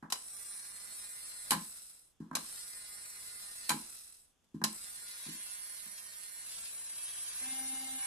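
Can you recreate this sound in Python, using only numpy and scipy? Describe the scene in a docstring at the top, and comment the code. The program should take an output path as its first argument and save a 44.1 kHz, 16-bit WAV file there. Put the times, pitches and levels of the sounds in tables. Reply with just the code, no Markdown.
"""An electric nail drill runs free in one hand above a desk; the other hand works its pedal switch.
Twice the pedal clacks down, the motor whines up, the pedal springs back and the motor coasts to rest.
On the third run the handpiece is carried over to the control box, the speed knob is turned up in three
steps, and near top speed the rotor hums. Pedal blows ring the desk, plastic shell and switch;
the bearings rub and scrape with each turn and ring the handpiece."""
import sys
import numpy as np
from scipy import signal
from scipy.fft import rfft, irfft, next_fast_len
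from scipy.io import wavfile
from scipy.ndimage import uniform_filter1d, map_coordinates

SR = 44100
rng = np.random.default_rng(int(sys.argv[2]) if len(sys.argv) > 2 else 0)


def generate_wav(sig):
    """Save sig (samples, or channels by samples) to the path in sys.argv[1] as 16-bit PCM at SR."""
    pcm = np.round(np.clip(np.atleast_2d(sig).T, -1, 1) * 32767).astype(np.int16)
    wavfile.write(sys.argv[1], SR, pcm)


N = 355446
TIME = np.arange(N) / SR
FFT_SIZE = next_fast_len(N, True)
FREQS = np.fft.rfftfreq(FFT_SIZE, 1 / SR)
LOW_HZ, TOP_HZ = 205, 264  # shaft speed settings

# handpiece pose: time_s, over_box (0 upright, 1 over the box), left_lead_ms, pan_db
POSE = [(4.9, 0.24, 0.762, 1), (5.3, 1, -0.12, 1.5), (5.6, 0.74, -0.072, -2), (6.3, 0.78, -0.063, -2),
        (6.6, 0.89, -0.055, 0.5), (7.5, 0.99, -0.0612, 0.5)]
# pedal down, motor starts: start_s, snap_db, thud_db, rebound_delay_s, rebound_db
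PRESSES = [(0.1226, -28.5, -83, 0.034, -8), (2.352, -29, -63, .016, 4), (4.639, -25, -51, .009, -0.5)]
# pedal up, motor coasts: start_s, strength_db
RELEASES = [(1.507, 1), (3.6928, -1)]


def amp(db):
    """Decibels to gain."""
    return 10 ** (np.asarray(db) / 20)


def unit(x):
    """Scale to rms 1."""
    return x / np.sqrt(np.mean(abs(x) ** 2) + 1e-20)


def ramp(start_s, length_s):
    """Linear rise from 0 to 1."""
    return np.clip((TIME - start_s) / length_s, 0, 1)


def curves(rows):
    """Columns of a timed table at every sample."""
    time_s, *columns = np.transpose(rows)
    return [np.interp(TIME, time_s, column) for column in columns]


def at_hz(points, hz):
    """Interpolate a table over log frequency."""
    points_hz, values = np.transpose(points)
    return np.interp(np.log(hz + 1), np.log(points_hz + 1), values)


def filtered(x, gain):
    """Filter by a gain for each of FREQS."""
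    return irfft(rfft(x, FFT_SIZE) * gain, FFT_SIZE)[..., :N]


def colour(x, spectrum):
    """Filter by rows of freq_hz, gain_db."""
    return filtered(x, amp(at_hz(spectrum, FREQS)))


def delayed(x, delay_ms):
    """Time-varying delay."""
    return map_coordinates(x, [(TIME - delay_ms / 1000) * SR], order=3, mode="nearest")


def add(mix, start_s, sound):
    """Mix in a stereo sound."""
    part = mix[:, round(start_s * SR):][:, :sound.shape[1]]
    part += sound[:, :part.shape[1]]


def pair(sides, alike):
    """Give two independent signals the correlation alike."""
    return np.array([sides[0], alike * sides[0] + np.sqrt(1 - alike ** 2) * sides[1]])


def stereo_noise(alike, size=N):
    """White noise, partly correlated left to right."""
    return pair(rng.standard_normal((2, size)), alike)


def wander(rate_hz):
    """Random waver around rate_hz, rms 1."""
    ratio = FREQS / rate_hz
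    return unit(filtered(rng.standard_normal(N), ratio / (1 + ratio ** 3)))


def background(level_db=-76.5):
    """Faint steady room noise."""
    # noise spectrum: freq_hz, gain_db
    spectrum = [(15, -18), (25, 0), (86, -7), (1200, -19), (1600, -21), (1980, -25), (3080, -20),
                (3510, -16.5), (3900, -28.5), (6410, -21), (13000, -30.5)]
    return amp(level_db) * unit(colour(stereo_noise(alike=0.39), spectrum))


def room(x, alike=0.25, gap_s=.006, size=20000):
    """Small room: dense reflections, each band dying at its own rate."""
    # room decay: freq_hz, t60_s
    decay = [(100, 0.07), (250, 0.33), (1000, 0.26), (4000, 0.28), (13000, 0.16)]
    taps = stereo_noise(alike, size) * (np.arange(size) > gap_s * SR)
    hz, t, spectra = signal.stft(taps, SR, nperseg=256)
    tail = signal.istft(spectra * amp(-60 * t / at_hz(decay, hz)[:, None]), SR, nperseg=256)[1]
    return signal.oaconvolve(x, tail / np.linalg.norm(tail[0]), axes=1)[:, :N]


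def desk_thud(band_hz=(165, 400), attack_s=0.0045, sway_hz=80, sway_db=-19, sway_s=0.02, size=8192):
    """A soft push rings the desk's low modes and sways its whole top."""
    # desk modes: freq_hz, width_hz, gain_db
    modes = [(170.3, 47, 0.5), (224, 50.4, 1.5), (288.6, 54, -4), (336, 85, -8.5)]
    t = np.arange(size) / SR
    ring = sum(amp(db) * np.exp(-np.pi * width_hz * t)
               * np.sin(2 * np.pi * hz * rng.uniform(0.9, 1.088) * t) for hz, width_hz, db in modes)
    bandpass = signal.butter(3, band_hz, "bandpass", fs=SR, output="sos")
    ring = signal.sosfilt(bandpass, ring * (1 - np.exp(-t / attack_s)))
    ring /= np.sqrt(np.mean(ring[:SR // 100] ** 2))
    sway = amp(sway_db) * np.exp(-t / sway_s) * np.sin(2 * np.pi * sway_hz * t)
    return np.array([ring + sway] * 2)


def strike(modes, chatter_s, alike, detune, attack_s=0.00037, size=8192):
    """A chattering contact rings slightly detuned modes; rms 1 over the first 10 ms."""
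    t = np.arange(size) / SR
    force = stereo_noise(alike, size) * np.exp(-t / chatter_s) * (1 - np.exp(-t / attack_s))
    ring = sum(amp(db) * width_hz * np.exp(-np.pi * width_hz * t)
               * np.cos(2 * np.pi * hz * (1 + detune * rng.uniform(0.27, 1)) * t)
               for hz, width_hz, db in modes)
    sound = signal.fftconvolve(force, ring[None], axes=1)[:, :size]
    return sound / np.sqrt(np.mean(sound[:, :SR // 100] ** 2))


def blows(press_chatter_s=0.0079, shell_offset_db=-10.5):
    """Knocks, presses and releases as start_s, (thud_db, shell_db, snap_db), chatter_s, switch modes."""
    # modes of the switch in its case: freq_hz, width_hz, closing_db, opening_db
    switch_modes = [(2380, 260, -14, 1), (3020, 300, -3, 0), (4060, 250, 4, 4), (4420, 400, -9, 0),
                    (5060, 240, 5, -11), (5950, 340, 2, -14), (6880, 400, 0, -4), (7900, 420, 0, 1),
                    (8500, 500, -4, 0), (9250, 450, -8, 0), (9950, 450, -1, -4), (11000, 500, -5, 2),
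                    (12100, 450, -7, -18), (6500, 6000, -16, -21)]
    # fingers on pedal and box: start_s, thud_db, shell_db, snap_db, chatter_s
    knocks = [(.025, -48, -49.5, -71, 0.029), (0.101, -77, -52, -45, 0.012),
              (2.202, -41.5, -65.5, -71.5, 0.072), (2.312, -44, -43, -68, 0.0043),
              (2.329, -60, -48.5, -67, 0.026), (4.442, -82.5, -86, -77, 0.013),
              (4.487, -89, -88, -82.5, 0.0052), (4.543, -40, -67, -70, 0.052),
              (4.615, -42, -39.5, -61, 0.0083), (5.262, -52, -59.5, -78, 0.016),
              (5.283, -48, -62, -71, 0.032), (5.859, -66, -70, -63, 0.032)]
    # offsets that dull a rebound: thud_db, shell_db, snap_db
    dulling_db = (6, -3.5, -16.5)
    # switch opens, lid hits its stop, bounces, settles: delay_s, thud_db, shell_db, snap_db, chatter_s
    spring_back = [(0, -56, -38.5, -25, 0.0059), (.0095, -43, -29.5, -30, 0.014),
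                   (.022, -52.5, -38.5, -37, .007), (.047, -43, -56, -68.5, .01)]
    closing = [(hz, width_hz, db) for hz, width_hz, db, _ in switch_modes]
    opening = [(hz, width_hz, db) for hz, width_hz, _, db in switch_modes]
    for start_s, *levels_db, chatter_s in knocks:
        yield start_s, levels_db, chatter_s, closing
    for start_s, snap_db, thud_db, rebound_s, rebound_db in PRESSES:
        levels_db = np.array([thud_db, snap_db + shell_offset_db, snap_db])
        yield start_s, levels_db, press_chatter_s, closing
        yield start_s + rebound_s, levels_db + dulling_db + rebound_db, press_chatter_s / 2, closing
    for start_s, strength_db in RELEASES:
        for delay_s, *levels_db, chatter_s in spring_back:
            yield start_s + delay_s, np.array(levels_db) + strength_db, chatter_s, opening


def pedal(shell_band_hz=(200, 1680)):
    """Each blow thuds through the desk, rattles the plastic shell and rings the switch."""
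    # shell modes: freq_hz, width_hz, gain_db
    shell_modes = [(493, 230, -13), (865, 39, 1), (1023, 110, 9), (1280, 73, -4.5), (1563, 180, -1)]
    thud, shell, snap = np.zeros((3, 2, N))
    for start_s, (thud_db, shell_db, snap_db), chatter_s, switch_modes in blows():
        add(thud, start_s, amp(thud_db) * desk_thud())
        add(shell, start_s, amp(shell_db) * strike(shell_modes, chatter_s, alike=0.48, detune=0.0067))
        add(snap, start_s, amp(snap_db) * strike(switch_modes, chatter_s, alike=0.11, detune=0.0063))
    plastic_damping = signal.butter(4, shell_band_hz, "bandpass", fs=SR, output="sos")
    shell = signal.sosfilt(plastic_damping, shell)
    reflections = amp(-3) * room(thud, alike=0.93) + amp(-9) * room(shell) + amp(-10) * room(snap)
    return thud + shell + snap + reflections


def shaft(lag_s=.048, coast_s=.69, flutter=.0014, flutter_hz=22):
    """Speed and angle: the rotor lags pedal and knob; once released, friction brakes it evenly."""
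    # powered speed without the knob steps: time_s, speed_hz
    cruise = [(.42, 198.8), (.62, 201.3), (.78, 201.4), (1.0, 204.4), (1.25, 205.45), (1.5, 205.2),
              (2.6, 203.4), (3.0, 205.9), (3.28, 204.6), (3.55, 204.4), (3.69, 203.5), (4.9, 204.2),
              (5.22, 204.75), (5.42, 206.0), (5.64, 206.1), (6.1, 207.15), (6.38, 206.15)]
    # knob turns: start_s, length_s, step_hz
    knob_steps = [(6.42, .14, 24.4), (6.87, .1, 8.8), (7.305, .1, 24.7)]
    pole = np.exp(-1 / (lag_s * SR))
    knob_hz = sum(step_hz * ramp(start_s, length_s) for start_s, length_s, step_hz in knob_steps)
    knob_hz = signal.lfilter([1 - pole], [1, -pole], knob_hz)
    stops_s = [start_s for start_s, _ in RELEASES] + [np.inf]
    running = sum((1 - np.exp(-np.maximum(TIME - on_s, 0) / lag_s)) * (1 - ramp(off_s, coast_s))
                  for (on_s, *_), off_s in zip(PRESSES, stops_s))
    speed_hz = running * (curves(cruise)[0] + knob_hz) * (1 + flutter * wander(flutter_hz))
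    return speed_hz, np.cumsum(speed_hz) / SR


def partials(speed_hz, turns, range_hz=6.7, pan_db=-2, waver_db=2, waver_hz=10):
    """A few shaft orders stand out of the whirr near the low setting."""
    # tones: shaft_order, level_db
    orders = [(7, -70), (9, -69), (10, -68), (21, -66), (24, -70)]
    near_low = np.exp(-((speed_hz - LOW_HZ) / range_hz) ** 2)
    lean_db = np.array([[pan_db], [-pan_db]]) / 2
    tones = sum(amp(db + waver_db * wander(waver_hz) + lean_db)
                * np.sin(2 * np.pi * (round(order) * turns + rng.random((2, 1)))) for order, db in orders)
    return np.sqrt(2) * near_low * tones


def rotor_hum(turns, start_s=7.39, attack_s=0.1, release_s=0.041, waver_db=3, waver_hz=11):
    """Orders of the unbalanced rotor, each wavering by itself; timed to the last knob step."""
    # hum tones: shaft_order, level_db, right_phase_rad, end_s
    orders = [(1, -56.5, 0.5, 8.0), (3, -60.5, 0.5, 8.1), (8, -61, 1.5, 9.9), (11, -59, -2, 8.1),
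              (14, -60.5, -1.5, 8.1), (18, -67, 2.5, 8.1)]
    out = np.zeros((2, N))
    for order, db, phase_rad, end_s in orders:
        gate = ramp(start_s, attack_s) * (1 - ramp(end_s - release_s, release_s))
        tone = np.sin(2 * np.pi * round(order) * turns + np.array([[0], [phase_rad]]))
        out += gate * amp(db + waver_db * wander(waver_hz)) * tone
    return np.sqrt(2) * out


def grinding(speed_hz, turns, throb=0.41, rattle_db=2, rattle_hz=45):
    """A bearing scrapes unevenly, hardest once a turn, ringing a low growl and a high rasp."""
    # bearing resonances: freq_hz, width_hz, gain_db
    growl_modes = [(1040, 360, -6), (1673, 550, -2.5), (2280, 460, -3.5)]
    rasp_modes = [(5596, 230, -0.5), (6170, 1500, -9.5)]
    # scrape strength: time_s, growl_db, rasp_db
    levels = [(.25, -75, -62), (.6, -62.5, -58.5), (0.998, -68, -75.5), (4.9, -69, -74), (5.25, -61, -61),
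              (5.6, -65, -63), (6.3, -66, -64.5), (6.6, -65, -66), (7.25, -61.5, -58.5), (7.45, -56, -57),
              (7.7, -59.5, -60.5), (7.98, -62, -71), (8.03, -50.5, -54.5)]
    pressure = np.exp(throb * np.cos(2 * np.pi * turns))
    scrape = stereo_noise(alike=.3) * pressure * amp(rattle_db * wander(rattle_hz))
    out = np.zeros((2, N))
    for modes, level_db in zip((growl_modes, rasp_modes), curves(levels)):
        response = sum(amp(db) / (1 + (2 * (FREQS - hz) / width_hz) ** 2) ** 2
                       for hz, width_hz, db in modes)
        out += unit(filtered(scrape, response)) * amp(level_db)
    return out * np.minimum(speed_hz / LOW_HZ, 1) ** 3


def order_drift(memory_turns, alike, orders=84, turn_count=1800):
    """Complex amplitude of each shaft order, drifting turn by turn."""
    shape = (2, turn_count, orders)
    fresh = rng.standard_normal(shape) + 1j * rng.standard_normal(shape)
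    pole = np.exp(-1 / memory_turns)
    return unit(pair(signal.lfilter([1], [1, -2 * pole, pole ** 2], fresh, axis=1), alike))


def raceway(turns, load=0.3, steps_per_turn=1024):
    """The bearing rolls over nearly the same roughness each turn, pressing hardest on one side."""
    steady = order_drift(memory_turns=20., alike=.6)
    steady = unit(steady / abs(steady) ** 0.87)  # orders of nearly even strength
    restless = order_drift(memory_turns=2.1, alike=.3)
    pressure = np.exp(load * np.cos(2 * np.pi * np.arange(steps_per_turn) / steps_per_turn))
    track = (irfft(steady + 1.4 * restless, steps_per_turn) * pressure).reshape(2, -1)
    position = turns * steps_per_turn
    return unit(np.array([np.interp(position, np.arange(len(side)), side) for side in track]))


def rubbing(speed_hz, turns, slow_hz=196, slip_gain=2.6, slip_hz_per_s=1800,
            throb=0.11, rattle_db=1.1, rattle_hz=40):
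    """Bearing buzz; a throbbing hiss takes over when the shaft runs slow or speeds up. Both rattle."""
    # spectra of the repeating buzz, the running hiss and the slipping hiss: freq_hz, gain_db
    buzz_spectrum = [(100, -18), (800, -11), (1200, -4), (1700, -2), (2500, 0), (13000, 0)]
    hiss_spectrum = [(100, -4), (900, -5), (1400, -10), (2000, -20), (3000, -34), (4700, -34), (6200, -24),
                     (7700, -28), (9000, -28), (13000, -25)]
    slip_spectrum = [(100, -4.5), (900, -6), (1700, -2), (3000, 1.5), (4300, 1.5), (13000, 8)]
    urged = np.diff(uniform_filter1d(speed_hz, size=4000), prepend=0) * SR / slip_hz_per_s
    slow = np.clip(2 * (1 - speed_hz / slow_hz), 0, 1) ** .5
    loose = np.clip(np.maximum(slow, urged), 0, 1)
    noise = stereo_noise(alike=0.5) * np.exp(throb * np.cos(2 * np.pi * turns))
    driven = colour(raceway(turns), buzz_spectrum) + colour(noise, hiss_spectrum)
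    slipping = slip_gain * colour(noise, slip_spectrum)
    return ((1 - loose) * driven + loose * slipping) * amp(rattle_db * wander(rattle_hz))


def desk_echo(x, echo_db=-10, delay_ms=1.5, sway_ms=.035, sway_hz=.9):
    """The desk reflects the sound; hand sway slides the notches across the shaft orders."""
    return np.array([side + amp(echo_db) * delayed(side, delay_ms + sway_ms * wander(sway_hz))
                     for side in x])


def body(rub, state, top_pan_share=0.16):
    """Handpiece resonances, blended by state: 0 upright, 1 over the box, 2 there at top speed."""
    # resonances: freq_hz, width_hz, upright_db, box_db, top_speed_db, pan_db
    modes = [(496, 2600, -13, -17, -11, -1), (1740, 644, -16.5, -23.5, -11.5, -5.5),
             (3230, 2300, -23, -15.5, -10, -2.5), (4287, 1100, -12, -14.5, -7.5, 2),
             (5050, 310, -9.5, -14, -12.5, -4.5), (5700, 650, -12, -18.5, -10.5, -1.5),
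             (6850, 1800, -18, -14, -5.5, -2.5), (7820, 600, -9, -13, -5.5, 5),
             (8320, 710, -5, -12, -2.5, 0.5), (9430, 790, -7.5, -7.5, 2.5, -4),
             (9860, 690, -16.5, -8, -11, -9), (10960, 870, -16.5, -15.5, -5, -5),
             (12300, 750, -15, -17.5, -7, -3)]
    hz, width_hz, *levels_db, pan_db = np.transpose(modes)
    bumps = np.exp2(-np.minimum((2 * (FREQS - hz[:, None]) / width_hz[:, None]) ** 2, 20))
    lean_db = np.array([pan_db, -pan_db]) / 2
    out = np.zeros((2, N))
    for k, (db, pan_share) in enumerate(zip(levels_db, (1, 1, top_pan_share))):
        response = np.sqrt(amp(db + pan_share * lean_db) ** 2 @ bumps)
        out += np.clip(1 - abs(state - k), 0, 1) * filtered(rub, response)
    return out


def whistle(speed_hz, turns, orders=range(35, 49), waver_db=1.6, waver_hz=9):
    """A shaft order sings as it crosses a sharp resonance, louder at higher speed."""
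    # resonance upright, then over the box: freq_hz, width_hz, gain_db, speed_power, left_lead_ms, pan_db
    resonances = [(9370, 320, -10.5, 12, 0.019, -8.5), (9610, 270, -10.5, 4, -0.044, -1)]
    over_box = curves(POSE)[0]
    out = np.zeros((2, N))
    for share, (hz, width_hz, db, power, lead_ms, pan_db) in zip((1 - over_box, over_box), resonances):
        tone = sum(np.exp(2j * np.pi * (k * turns + rng.random()))
                   / (1 + 2j * (k * speed_hz - hz) / width_hz) for k in orders)
        tone *= share * (speed_hz / LOW_HZ) ** power * amp(db + waver_db * wander(waver_hz))
        right_lag = np.exp(-2j * np.pi * hz * lead_ms / 1000)
        out += np.sqrt(2) * np.real([tone, tone * right_lag]) * amp([[pan_db / 2], [-pan_db / 2]])
    return out


def handpiece(speed_hz, turns, room_db=-12, flicker_db=0.98, flicker_hz=6.7):
    """Rubbing rings the handpiece; each band is levelled, then grows and fades with shaft speed."""
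    # drone, whirr, whine, whistle, fizz: upright_db, box_db, speed_power, fade_speed_hz, pan_share
    bands = [(-54, -62, 2.65, 216, 0.3), (-49.5, -50.5, 0.76, 200, 0.22), (-47.5, -47.5, 0.34, 167, 0.78),
             (-45, -46.5, 3, 149, 2.2), (-51.5, -48, 0.1, 163, 0.87)]
    edges_hz = [0, 2450, 7000, 8900, 10200, SR / 2]
    # band swells: time_s, gain_db
    whirr_swell = [(.8, -3), (.95, 1), (1.1, -1.5), (1.45, 0), (1.7, 2), (2.5, 3.5), (2.75, -0.5),
                   (3.05, -1.5), (4.0, 3.5), (5.0, 0), (5.25, 5), (5.6, 0.5), (6.38, -2), (6.52, 4.5),
                   (6.85, -2), (7.0, 1.5), (7.45, 3), (7.8, 1)]
    whine_swell = [(.2, 0.5), (.45, 1), (.65, -2), (.85, -1.5), (.95, 1.5), (1.3, 0.5), (1.7, 2), (2.5, 2),
                   (2.85, -1), (3.6, -1), (4.75, 3.5), (5.15, -3.5), (5.6, -1), (6.3, -3.5), (6.52, 0.5),
                   (7.2, -1.5), (7.45, -1.5), (7.7, -2.5), (8.0, 0)]
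    whistle_swell = [(.3, -0.5), (.5, 3.5), (.7, 0), (1.45, -0.5), (2.5, 1), (2.85, -2.5), (3.5, -.5),
                     (5.051, 0), (5.55, 3.5), (6.1, -3), (6.35, 1.5), (6.55, -0.5), (7.05, 2), (7.29, 2.5),
                     (7.41, 2), (7.55, 3), (7.97, 0), (8.04, 4.5)]
    whirr_db, whine_db, whistle_db = (curves(r)[0] for r in (whirr_swell, whine_swell, whistle_swell))
    swells_db = (whirr_db / 2, whirr_db, whine_db, whistle_db, (whirr_db + whine_db) / 2)
    over_box, lead_ms, pan_db = curves(POSE)
    lean_db = np.array([pan_db, -pan_db]) / 2
    rub = rubbing(speed_hz, turns)
    rub[1] = delayed(rub[1], lead_ms)
    rub = desk_echo(rub)
    rub += amp(room_db) * room(rub)
    turned_up = np.clip((speed_hz - LOW_HZ) / (TOP_HZ - LOW_HZ), 0, 1) ** 3
    voice = unit(body(rub, over_box * (1 + turned_up))) + whistle(speed_hz, turns)
    out = np.zeros((2, N))
    for low_hz, high_hz, swell_db, row in zip(edges_hz, edges_hz[1:], swells_db, bands):
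        upright_db, box_db, power, fade_hz, pan_share = row
        band = filtered(voice, (FREQS >= low_hz) & (FREQS < high_hz))
        band /= np.sqrt(uniform_filter1d((band ** 2).mean(0), size=4000) + 1e-12)
        growth = np.maximum(speed_hz / LOW_HZ, 1) ** power
        fade = speed_hz ** 2 / (speed_hz ** 2 + fade_hz ** 2)
        pose_db = upright_db + (box_db - upright_db) * over_box
        level_db = pose_db + swell_db + flicker_db * wander(flicker_hz)
        out += band * growth * fade * amp(level_db + pan_share * lean_db)
    return out


def scene():
    """Drill, pedal and room noise."""
    speed_hz, turns = shaft()
    drill = handpiece(speed_hz, turns) + partials(speed_hz, turns) + grinding(speed_hz, turns)
    return drill + rotor_hum(turns) + pedal() + background()


def record(dry, cutoff_hz=13020):
    """The recorder's band limit."""
    lowpass = signal.firwin(511, cutoff_hz, window=("kaiser", 9), fs=SR)
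    return signal.oaconvolve(dry, lowpass[None], "same")


dry = scene()
out = record(dry)
generate_wav(out)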